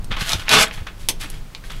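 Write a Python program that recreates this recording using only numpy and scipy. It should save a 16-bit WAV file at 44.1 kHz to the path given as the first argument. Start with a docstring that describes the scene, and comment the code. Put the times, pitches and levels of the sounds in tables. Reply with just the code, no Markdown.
"""Moving air rumbles on the microphone and a small fire ticks in a rocky hollow.
A sheet of newspaper is gripped, ripped off and laid on the fire: it rustles in tiny crinkles,
its creases snap, and the rip is a fast run of breaking fibres that shake the tight sheet.
The fire gives one sharp pop and a few more ticks. The rock walls throw back a short, dense echo."""
import sys
import numpy as np
from scipy import signal
from scipy.fft import rfft, irfft
from scipy.io import wavfile

SR = 44100
rng = np.random.default_rng(int(sys.argv[2]) if len(sys.argv) > 2 else 0)


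def transcribe(u):
    """Save the signal u as a 16-bit wav file named by the first command-line argument.

    u: samples, shape (n,) or (channels, n), limited to [-1, 1]; the rate is SR.
    q: integer samples, one column per channel.
    """
    v = np.clip(np.atleast_2d(u).T, -1, 1)
    q = np.round(v * 32767).astype(np.int16)
    wavfile.write(sys.argv[1], SR, q)


N = 79380
TIME = np.arange(N) / SR
TREBLE_HZ = 5100  # "treble" means the sound above this

# tone of the fire's pops and ticks: f/Hz, level/dB
FIRE_TONE = [(100, -9.5), (300, 2.5), (750, -7), (1700, -4.5), (3000, 0.5), (6500, -1.5), (11000, 0),
             (13000, -5), (15500, -17)]
# time the echo of the rock walls takes to fade by 60 dB: f/Hz, t/s
WALL_FADE = [(150, 0.3), (1000, 0.14), (4000, 0.094), (14000, 0.079)]


def amp(db):
    """Turns decibels into a gain."""
    return 10 ** (np.asarray(db) / 20)


def unit(x):
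    """Scales a sound to an average power of one."""
    return x / np.sqrt(np.mean(x ** 2) + 1e-20)


def read(points, hz):
    """Reads between the rows of a table, on a logarithmic frequency scale."""
    f, value = np.transpose(points)
    return np.interp(np.log(hz + 1), np.log(f + 1), value)


def add(mix, start, sound):
    """Mixes a sound in at a start time in seconds."""
    part = mix[max(round(start * SR), 0):][:len(sound)]
    part += sound[:len(part)]


def noise(tone):
    """Steady noise with the given tone."""
    hz = np.fft.rfftfreq(N, 1 / SR)
    phases = np.exp(2j * np.pi * rng.random(len(hz)))
    return unit(irfft(amp(read(tone, hz)) * phases, N))


def colour(x, tone, treble_db=0, peaks=(), size=2048):
    """Gives a sound a tone and ringing peaks, then turns its treble up or down."""
    hz = np.fft.rfftfreq(size, 1 / SR)
    db = read(tone, hz) + sum(lift / (1 + (2 * (hz - f) / width) ** 2) for f, width, lift in peaks)
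    treble_share = 1 - 1 / (1 + (hz / TREBLE_HZ) ** 4)
    gain = unit(amp(db)) * amp(treble_db * treble_share)
    # fold the filter in time so it rings only after each click
    cepstrum = irfft(np.log(gain + 1e-6))
    half = size // 2
    cepstrum[1:half] *= 2
    cepstrum[half + 1:] = 0
    ring = irfft(np.exp(rfft(cepstrum)))[:half]
    return signal.fftconvolve(x, ring)[:len(x)]


def grains(per_s, spread_db, hiss, decay_s=0.00053):
    """Fibres slip and break: tiny bursts of uneven size over a little sliding hiss."""
    sizes = amp(spread_db * np.minimum(rng.exponential(1, N), 4))
    clicks = sizes * rng.choice([-1, 1], N) * (rng.random(N) < per_s / SR)
    energy = signal.lfilter([1], [1, -np.exp(-2 / (decay_s * SR))], clicks ** 2)
    bursts = unit(np.sqrt(abs(energy)) * rng.standard_normal(N))
    return unit(bursts + hiss * rng.standard_normal(N))


def cracks(rows, tone, modes, decay_s):
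    """Each crack is a tiny, dying burst of noise that rings at a few tones around its own pitch."""
    out, t = np.zeros(N), TIME[:1024]
    for start, db, hz, treble_db in rows:
        spectrum = rfft(np.exp(-t / decay_s) * rng.standard_normal(len(t)))
        burst = irfft(spectrum / (abs(spectrum) + 1e-9) ** .6)[:len(t) // 2]  # tone partly evened out
        rings = [(ratio * hz, width, lift) for ratio, width, lift in modes]
        crack = colour(np.pad(burst, (0, 1024)), tone, treble_db, rings)
        strength = np.sqrt(np.mean(crack[:SR // 500] ** 2))  # over the first 2 ms
        add(out, start, amp(db) * crack / strength)
    return out


def air():
    """A steady outdoor hush, rumbling air, and puffs that the moving sheet pushes at the microphone."""
    # tone of the hush: f/Hz, level/dB
    hush_tone = [(100, -3), (350, -7), (700, -10), (1500, -11), (4000, -16.5), (9000, -23), (15500, -27)]
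    # tone of the rumble: f/Hz, level/dB
    rumble_tone = [(8, -12.5), (21, 0), (32, -8.5), (55, -21), (100, -21), (140, -22), (250, -34),
                   (500, -41.5), (1500, -53), (15500, -100)]
    # rise and fall of the rumble: t/s, level/dB
    rumble_levels = [(0, -24.5), (.4, -30), (.72, -33.5), (.84, -31.5), (.95, -31), (1.13, -30),
                     (1.38, -28), (1.53, -36.5), (1.7, -29), (1.8, -29.5)]
    # puffs of air: t/s, length/s, level/dB, f/Hz
    puffs = [(0.091, 0.038, -25.5, 104), (0.11, 0.019, -29, 198), (0.216, 0.012, -15, 121),
             (.325, .04, -26, 150.5), (0.345, 0.025, -18.5, 79), (0.377, 0.024, -25, 112),
             (0.766, 0.0255, -29.5, 139), (0.807, 0.0253, -23.5, 70), (1.229, 0.045, -36, 298)]
    out = amp(-48) * noise(hush_tone)
    out += amp(np.interp(TIME, *np.transpose(rumble_levels))) * noise(rumble_tone)
    for start, length, db, hz in puffs:
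        t = np.arange(0, length, 1 / SR)
        swirls = unit(signal.lfilter(*signal.butter(2, 260, fs=SR), rng.standard_normal(len(t))))
        push = np.sin(2 * np.pi * hz * (t - length / 2)) + 0.22 * swirls
        add(out, start, amp(db) * np.sin(np.pi * t / length) ** 2 * push)
    return out


def embers():
    """The fire ticks faintly and at random as it burns."""
    return amp(-66) * colour(grains(per_s=60, spread_db=6, hiss=.1), FIRE_TONE)


def fire_pops():
    """The fire pops and ticks; the louder the pop, the bigger its share of wall echo."""
    # pops and ticks: t/s, level/dB, f/Hz, treble/dB
    pops = [(0.044, -36, 5060, 0.5), (0.681, -40, 10000, 10), (1.087, -10, 3730, 1.5),
            (1.3008, -29, 10700, 3), (1.7185, -38, 6900, 0)]
    # ringing of a pop: multiple of its pitch, width/Hz, boost/dB
    modes = [(.785, 200, 4.7), (1, 1500, 4.4), (1.7, 180, 12.5)]
    loudest_db = max(row[1] for row in pops)
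    direct, to_walls = np.zeros(N), np.zeros(N)
    for row in pops:
        pop = cracks([row], FIRE_TONE, modes, decay_s=0.002)
        direct += pop
        to_walls += pop * amp(0.36 * (row[1] - loudest_db))
    return direct + echo(to_walls)


def echo(x, fade_times=WALL_FADE, delay_s=.002):
    """Many reflections blur together after a short delay; the low tones last longest."""
    hz, t, bands = signal.stft(rng.standard_normal(SR // 2), SR, nperseg=128)
    fade = amp(-60 * t / read(fade_times, hz)[:, None])
    _, tail = signal.istft(bands * fade, SR, nperseg=128)
    tail = np.pad(tail, (round(delay_s * SR), 0))
    return signal.fftconvolve(x, tail / np.linalg.norm(tail))[:N]


def rustles():
    """Each movement of the sheet makes a shower of small crinkles that swells and dies away."""
    # movements of the sheet: t/s, rise/s, fade/(dB per s), level/dB, treble/dB
    moves = [(.105, 0.013, 324, -22, -16), (.163, 0.0056, 309, -24.5, -11.5), (0.186, 0.027, 240, -25, 1),
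             (.238, 0.065, 195, -23.5, 4.5), (.318, 0.008, 427, -26, -4), (0.392, 0.005, 259, -31, -3),
             (0.444, 0.048, 298, -27.5, -17), (0.662, 0.0043, 425, -26, -26), (0.714, 0.026, 181, -38.5, 5),
             (0.773, 0.0048, 345, -33.5, -34), (.864, 0.0063, 419, -28, -24), (.965, 0.049, 181, -47.5, 10),
             (1.194, 0.019, 236, -34.5, 9.5), (1.219, 0.018, 366, -29.5, -11),
             (1.275, 0.068, 199, -43.5, 3), (1.625, 0.027, 102, -47.5, 9.5),
             (1.697, 0.0065, 221, -34, -3.5), (1.743, 0.024, 220, -47.5, 8)]
    # tone of the crinkles: f/Hz, level/dB
    tone = [(100, -14), (450, -15), (850, -5), (1400, -1.5), (3500, -0.35), (5000, -7.5), (7500, -13.5),
            (11500, -16), (15500, -29.5)]
    # ringing of the loose sheet: f/Hz, width/Hz, boost/dB
    loose_rings = [(1360, 600, 2), (3280, 230, 3.5)]
    # hollow tones added while the sheet is pulled tight: f/Hz, width/Hz, boost/dB
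    pulled_rings = [(661, 60, 16), (1400, 100, 6)]
    out, t = np.zeros(N), TIME[:SR // 3]
    crinkles = grains(per_s=2000, spread_db=1.5, hiss=0.52)
    for start, rise, fade, db, treble_db in moves:
        swell = np.minimum(t / rise, 1) * amp(db - fade * np.maximum(t - rise, 0))
        shower = np.roll(crinkles, rng.integers(N))[:len(t)]
        pulled_tight = .22 < start < .35
        rings = loose_rings + pulled_rings if pulled_tight else loose_rings
        add(out, start, colour(swell * shower, tone, treble_db, rings))
    return out


def crease_snaps():
    """Creases in the paper snap and ring for a moment."""
    # snaps: t/s, level/dB, f/Hz, treble/dB
    snaps = [(.1165, -24.5, 3400, -23), (.1685, -26, 1660, -16), (.2086, -25, 4100, -3),
             (.2934, -16.5, 3360, -1), (.3197, -15.5, 3750, 2), (.3328, -12, 3605, -5),
             (.396, -33, 3380, 2), (.4825, -16, 2240, -22), (.4921, -12, 3790, -1),
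             (.7105, -25.5, 2650, -32), (.870, -29.5, 1740, -11), (1.549, -26.5, 3700, -12.5),
             (1.6395, -37.5, 1550, -32)]
    # tone of a snap: f/Hz, level/dB
    tone = [(150, -9.5), (1000, -6.5), (3500, -3), (6000, 1), (8000, -8.5), (12000, -8), (15500, -33)]
    # ringing of a crease: multiple of its pitch, width/Hz, boost/dB
    modes = [(.645, 130, 11), (1, 1360, 7.5), (1, 90, 8), (1.191, 90, 8)]
    return cracks(snaps, tone, modes, decay_s=0.0017)


def rip():
    """Fibres break in a fast run and shake the tight sheet; the rip is brightest near the edge."""
    # course of the rip: t/s, level/dB, treble/dB
    course = [(0.496, -22.5, -3), (.518, -13.5, 0.5), (0.541, -8.5, -3.5), (.560, -9.5, -5.5),
              (.580, -11, -3), (.606, -12.5, 2.5), (0.631, -16.5, 7.5), (0.644, -18.5, -2.5),
              (0.666, -42, 8)]
    # tone of the rip: f/Hz, level/dB
    tone = [(50, -13), (110, -9), (300, -9.5), (500, -11.5), (800, -5), (1450, -1.5), (1900, -5.5),
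            (2400, 1.5), (3500, -3.5), (5000, -7), (7500, -12.5), (11000, -16.5), (15500, -32)]
    # ringing of the tight sheet: f/Hz, width/Hz, boost/dB
    rings = [(120.6, 23, 6.5), (186, 55, 4.5), (434.6, 32.4, 18), (643, 44, 13), (775, 50, 2.5),
             (1136, 19, 5.5), (1517, 63, 5.5), (2837, 21, 3), (3450, 180, 6)]
    times, db, treble_db = np.transpose(course)
    level = amp(np.interp(TIME, times, db, left=-120, right=-120))
    flutter_db = noise([(30, 0), (250, 0), (600, -40), (5000, -100)])  # the rip moves unevenly
    fibres = grains(per_s=6200, spread_db=-0.1, hiss=0.5)
    sheet = colour(level * amp(flutter_db) * fibres, tone, peaks=rings, size=8192)
    body = signal.sosfiltfilt(signal.butter(2, TREBLE_HZ, fs=SR, output="sos"), sheet)
    treble = sheet - body
    return body + treble * amp(np.interp(TIME, times, treble_db))


def scene():
    """Paper and fire echo in the hollow and faintly from farther off, over the moving air."""
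    # time the far echo takes to fade by 60 dB: f/Hz, t/s
    far_fade = [(150, 1), (1500, 0.42), (5000, 0.35), (14000, 0.25)]
    snaps = crease_snaps()
    sheet = rustles() + rip()
    paper = sheet + amp(-8.5) * echo(sheet) + snaps + amp(-4) * echo(snaps)
    near = paper + fire_pops() + embers()
    far = amp(-30) * echo(near, far_fade, delay_s=0.02)
    return (near + far + air())[None]


def record(dry):
    """Flattens any peak that is too loud, then cuts the very highest treble."""
    low_pass = signal.firwin(401, 15800, window=("kaiser", 9), fs=SR)
    return signal.oaconvolve(np.clip(dry, -1, 1), low_pass[None], "same")


dry = scene()
out = record(dry)
transcribe(out)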